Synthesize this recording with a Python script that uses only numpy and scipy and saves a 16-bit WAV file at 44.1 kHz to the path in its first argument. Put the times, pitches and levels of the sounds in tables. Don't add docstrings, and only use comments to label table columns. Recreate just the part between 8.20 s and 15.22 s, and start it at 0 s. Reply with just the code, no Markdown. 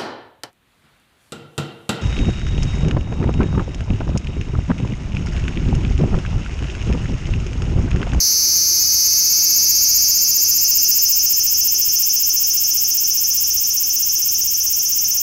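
import sys
import numpy as np
from scipy import signal
from scipy.fft import rfft, irfft, next_fast_len
from scipy.io import wavfile
from scipy.ndimage import uniform_filter1d, minimum_filter1d, map_coordinates

SR = 44100
rng = np.random.default_rng(int(sys.argv[2]) if len(sys.argv) > 2 else 0)


def output_pcm(signal):
    pcm = np.clip(np.atleast_2d(signal).T, -1, 1) * 32767
    wavfile.write(sys.argv[1], SR, np.round(pcm).astype(np.int16))


def volts(x):
    e = np.asarray(x, float) / 20
    return 10 ** e


N = 309582


def unit(x):
    return x / np.sqrt(np.mean(np.abs(x) ** 2) + 1e-20)


def along(points, hz):
    f, v = np.transpose(points)
    return np.interp(np.log(hz + 1), np.log(f + 1), v)


def wobble(rate):
    points = rng.standard_normal(int(N * rate / SR) + 4)
    return map_coordinates(points, [np.arange(N) * rate / SR])


def filtered(x, response):
    m = next_fast_len(N + SR // 2)
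    return irfft(rfft(x, m) * response(np.fft.rfftfreq(m, 1 / SR)), m)[:N]


def mode(f, hz, width_hz):
    return 1j * f * width_hz / (hz * hz - f * f + 1j * f * width_hz)


def causal(db):
    c = irfft(np.log(volts(db)))
    c[1:len(c) // 2] *= 2
    c[len(c) // 2 + 1:] = 0
    return np.exp(rfft(c))


def abdomen():
    stroke = [(0, .96), (.08, 1), (.16, .85), (.245, .15), (.32, .02), (.45, .04), (.6, .17), (.75, .47),
              (.9, .82), (1, .96)]
    # (t/s at its top, reach 0-1, effort level/dB)
    build = [(.008, 0.07, -3), (.433, 0.13, -4), (.869, 0.18, -4), (1.308, .28, -4.5), (1.767, 0.34, -4.5),
             (2.231, 0.51, -7), (2.701, 0.68, -7.5), (3.184, 0.84, -9.5), (3.671, .93, -10),
             (4.151, 0.93, -10.5), (4.626, 0.95, -11), (5.09, 0.96, -11.5), (5.552, 0.95, -12),
             (6.004, 0.96, -12), (6.451, .99, -12.5), (6.894, 0.93, -12.1), (7.335, .99, -13)]
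    strokes_a_row = 7
    luck = rng.standard_normal((strokes_a_row * len(build), 2)).T
    s, reach, effort_db = np.transpose(build)
    k = np.arange(len(luck[0]))
    row = k / strokes_a_row
    late_s = .001 * luck[0]
    tops = np.interp(row, np.arange(len(s)), s) + late_s
    mean = np.interp(row, np.arange(len(s)), reach)
    uneven = .05 * (-1.) ** k * (1 - mean)
    top = np.clip(mean + uneven + .025 * luck[1], 0, 1)
    t = np.arange(N) / SR
    reach_now = np.interp(t, s, reach)
    turn = np.interp(t, tops, k)
    share = (turn - .1 * (reach_now - 1)) % 1
    now = top[(turn + .6).astype(int)]
    lift = now * np.interp(share, *np.transpose(stroke))
    return share, lift, np.clip(reach_now, 0, 1), np.interp(t, s, effort_db)


def click_times(share, reach):
    # (t/s, clicks a second)
    pace = [(0, 322), (.3, 336), (.6, 353), (.9, 365), (1.2, 372), (1.55, 378), (2, 381.5), (3, 384),
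            (4.5, 384.6), (7.02, 384.4)]
    t = np.arange(N) / SR
    rate = np.interp(t, *np.transpose(pace))
    sway = .046 * (1 - reach) ** 3
    hurry = .062 * reach ** 1.5
    limp = .001 + .01 * (1 - reach) * (1 + .3 * wobble(10))
    since = np.clip(share - .08, 0, 1) / .055
    downstroke = since ** 2 * np.exp(2 - since) / 4
    drift = .0015 * wobble(12)
    swing = sway * np.cos(2 * np.pi * (share + .08))
    count = np.cumsum(rate * (1 + swing + hurry * downstroke + drift)) / SR
    k = np.arange(1, int(count[-1]))
    side = (-1.) ** k
    limp = np.interp(k, count, limp)
    shake_s = 4e-6 * (1 + 70 * limp) * rng.standard_normal(len(k))
    return np.interp(k + limp * side, count, t) + shake_s, side


def cicada():
    # (f/Hz gained at full lift, width/Hz)
    sac = (2680, 383)
    # (f/Hz at rest, f/Hz gained at most, width/Hz, reach 0-1 where it levels off)
    upper = (11370, 5500, 955, 0.81)
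    # (f/Hz, width/Hz)
    ribs = (11400, 900)
    # (f/Hz, level/dB)
    colour = [(1000, -27.5), (1900, -8), (2300, -1.25), (3300, 3), (4600, 0.5), (5500, 6), (6700, 14.5),
              (7600, 12.5), (9000, 5.5), (10300, -10), (11500, -11.5), (13000, 1.2), (14500, 10),
              (15600, 8)]
    sac_gain_hz, sac_width_hz = sac
    upper_hz, upper_gain_hz, upper_width_hz, upper_levels_off = upper
    ribs_hz, ribs_width_hz = ribs
    size = 1024

    share, *motion = abdomen()
    s, side = click_times(share, motion[1])
    luck = rng.standard_normal((len(s), 6)).T[:, :, None]
    f = np.fft.rfftfreq(size, 1 / SR)[None]
    lift, reach, effort_db = [np.interp(s * SR, np.arange(N), c)[:, None] for c in motion]
    s, side = s[:, None], side[:, None]

    drum_hz = (4500 + 602 * reach + 51 * s) * (1 + .004 * side + .004 * luck[1])
    sac_hz = 6016 - 125 * reach + sac_gain_hz * lift + 30 * side + 15 * luck[2]
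    sac_ring = mode(f, sac_hz, sac_width_hz * (1 + 0.45 * lift))
    low = mode(f, drum_hz, 525) * mode(f, 4400, 1590) * sac_ring * volts(6.5 + 2.7 * lift)
    low = low * (1 - 0.25 * mode(f, 1.083 * sac_hz, 1470)) * (1 + 0.48 * mode(f, 5405, 304))
    hollow = (1 - 0.93 * mode(f, 0.719 * drum_hz, 540)) * (1 - 0.66 * mode(f, 7930, 830))

    taut = lift / reach * np.tanh(reach / upper_levels_off)
    high = mode(f, ribs_hz + 100 * luck[3], ribs_width_hz)
    high = high * mode(f, upper_hz + upper_gain_hz * taut + 40 * luck[0], upper_width_hz)
    high = high * volts(-8.5 + 16.9 * taut + 6 * lift + 0.19 * luck[4] + 0.31 * side)
    chirp_s_per_hz = 2.5e-7
    high = high * np.exp(-1j * np.pi * chirp_s_per_hz * np.maximum(f - 11000, 0) ** 2)

    belly_hz = 2106 + 982 * np.sqrt(reach)
    belly_db = -36 + 17 * np.sqrt(reach)
    flank = volts(belly_db - 10 + 7.3 * reach + 3.5 * lift)
    flank = flank * mode(f, 0.85 * belly_hz, 350) * mode(f, 1.036 * belly_hz, 344)
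    belly = volts(belly_db - 2 - 3.4 * reach + 4.74 * np.sqrt(taut) + 3 * lift / reach)
    belly = belly * mode(f, 0.735 * belly_hz, 645) * mode(f, 0.937 * belly_hz, 380)
    snap_db = [(1200, -90), (2000, -61.5), (3000, -34), (8000, -37.5), (11000, -113.0), (15500, -32.5)]
    snap = volts(along(snap_db, f))

    facing = side * volts(0.42 * side)
    click = facing * (low + high + flank + snap) + belly
    click = volts(effort_db + 0.31 * luck[5]) * click * hollow * causal(along(colour, f[0]))

    rattle = rng.standard_normal((len(s), size)) * volts(-60 * np.arange(size) / SR / .014)
    rattle = rfft(rattle / np.linalg.norm(rattle, axis=1)[:, None])
    loose = along([(2500, .12), (6500, .13), (9000, .5), (12000, .5), (15000, .28)], f)
    click = click * (np.sqrt(1 - loose ** 2) + loose * rattle)

    second_lobe = along([(3000, 0.067), (6000, 0.14), (12000, 0.05)], f)
    click = click * (1 + second_lobe * np.exp(-2j * np.pi * f * 0.001132))

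    start = np.floor(s * SR)
    rows = irfft(click * np.exp(-2j * np.pi * f * (s - start / SR)), size)
    at = np.clip(start.astype(int) + np.arange(size), 0, N)
    return volts(29.0) * np.bincount(at.ravel(), rows.ravel(), N + 1)[:N]


def walls(x):
    # (f/Hz, t/s to fall by 60 dB)
    echo_s = [(2000, 0.22), (6000, 0.24), (15000, 0.021)]
    hz, t, z = signal.stft(rng.standard_normal(SR // 8), SR, nperseg=128)
    fading = z * volts(-60 * t / along(echo_s, hz)[:, None])
    tail = signal.istft(fading, SR, nperseg=128)[1]
    return signal.fftconvolve(x, tail / np.linalg.norm(tail))[:N]


def noise(levels):
    return unit(filtered(rng.standard_normal(N), lambda f: volts(along(levels, f))))


def tone(hz, db):
    t = np.arange(N) / SR
    return volts(db + 1.5 * wobble(4)) * np.sin(2 * np.pi * hz * t + .4 * wobble(3))


def town():
    # (f/Hz, level/dB per Hz)
    drone_levels = [(15, -56), (25, -12), (69, -2), (108, -6.5), (125, -11.5), (203, -7.5), (236, -27),
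                    (258, -11), (381, -8), (495, -30.5), (563, -21), (717, -28), (772, -19), (862, -22.5),
                    (2100, -21), (2730, -23), (4620, -120)]
    # (f/Hz, level/dB per Hz)
    insect_levels = [(1500, -12.5), (2800, -34), (3800, -8.5), (5000, -16), (6500, 14.5), (8000, -7),
                     (10000, -3), (12000, 9.5), (15500, -12.5)]
    # (f/Hz, level/dB)
    machine_notes = [
        (33.5, -66),
        (100, -55),
        (270, -66),
        (338, -59.5),
    ]
    cancels = [-.8, .22, 1.23, 2.2, 2.8, 3.78, 4.8, 5.8, 6.9, 7.9]
    t = np.arange(N) / SR
    fade_db = 8 * np.exp(-t / 2.6)
    drone = volts(-49 + 0.37 * wobble(4.8)) * noise(drone_levels)
    beat = np.sin(np.pi * np.interp(t, cancels, np.arange(len(cancels))))
    hum = beat * tone(68.5, -48)
    hum = hum + sum(tone(hz, db) for hz, db in machine_notes)
    insects = volts(-32.5 + 1.7 * wobble(2.66)) * noise(insect_levels)
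    return volts(fade_db) * (drone + hum) + insects


def noise_patches(x):
    # (t/s at the middle, lowest f/Hz, highest f/Hz)
    patches = [(.49, 9500, 11100), (.49, 13700, 15300), (.58, 14500, 15800), (0.626, 4550, 6200),
               (0.629, 9600, 13200), (0.673, 4000, 6230), (1.21, 7040, 8250), (1.208, 11600, 14000),
               (3.39, 5010, 6200), (6.5, 4200, 5130), (6.689, 7560, 8980)]
    half = 1024
    out = x.copy()
    f = np.fft.rfftfreq(2 * half, 1 / SR)
    fade = np.clip(2.6 * np.hanning(2 * half) - 1.1, 0, 1)
    for s, lo_hz, hi_hz in patches:
        middle = round(s * SR)
        frame = slice(middle - half, middle + half)
        band = rfft(x[:, frame]) * (f > lo_hz) * (f < hi_hz)
        level = uniform_filter1d(np.abs(band), size=24, axis=1)
        hiss = level * np.exp(2j * np.pi * rng.random(band.shape))
        out[:, frame] += fade * irfft(1.32 * hiss - band)
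    return out


def scene():
    song = cicada()
    return np.tile(song + volts(-16) * walls(song) + town(), (2, 1))


def low_pass(x):
    return signal.sosfilt(signal.butter(12, 16970, fs=SR, output="sos"), x)


def record(dry):
    dry = np.array([filtered(c, lambda f: f < 15780) for c in dry])
    need = minimum_filter1d(1 / np.maximum(np.abs(dry).max(axis=0), 1), size=97)
    limited = dry * uniform_filter1d(need, size=48)
    mix = noise_patches(limited)
    return low_pass(mix)


dry = scene()
out = record(dry)
output_pcm(out)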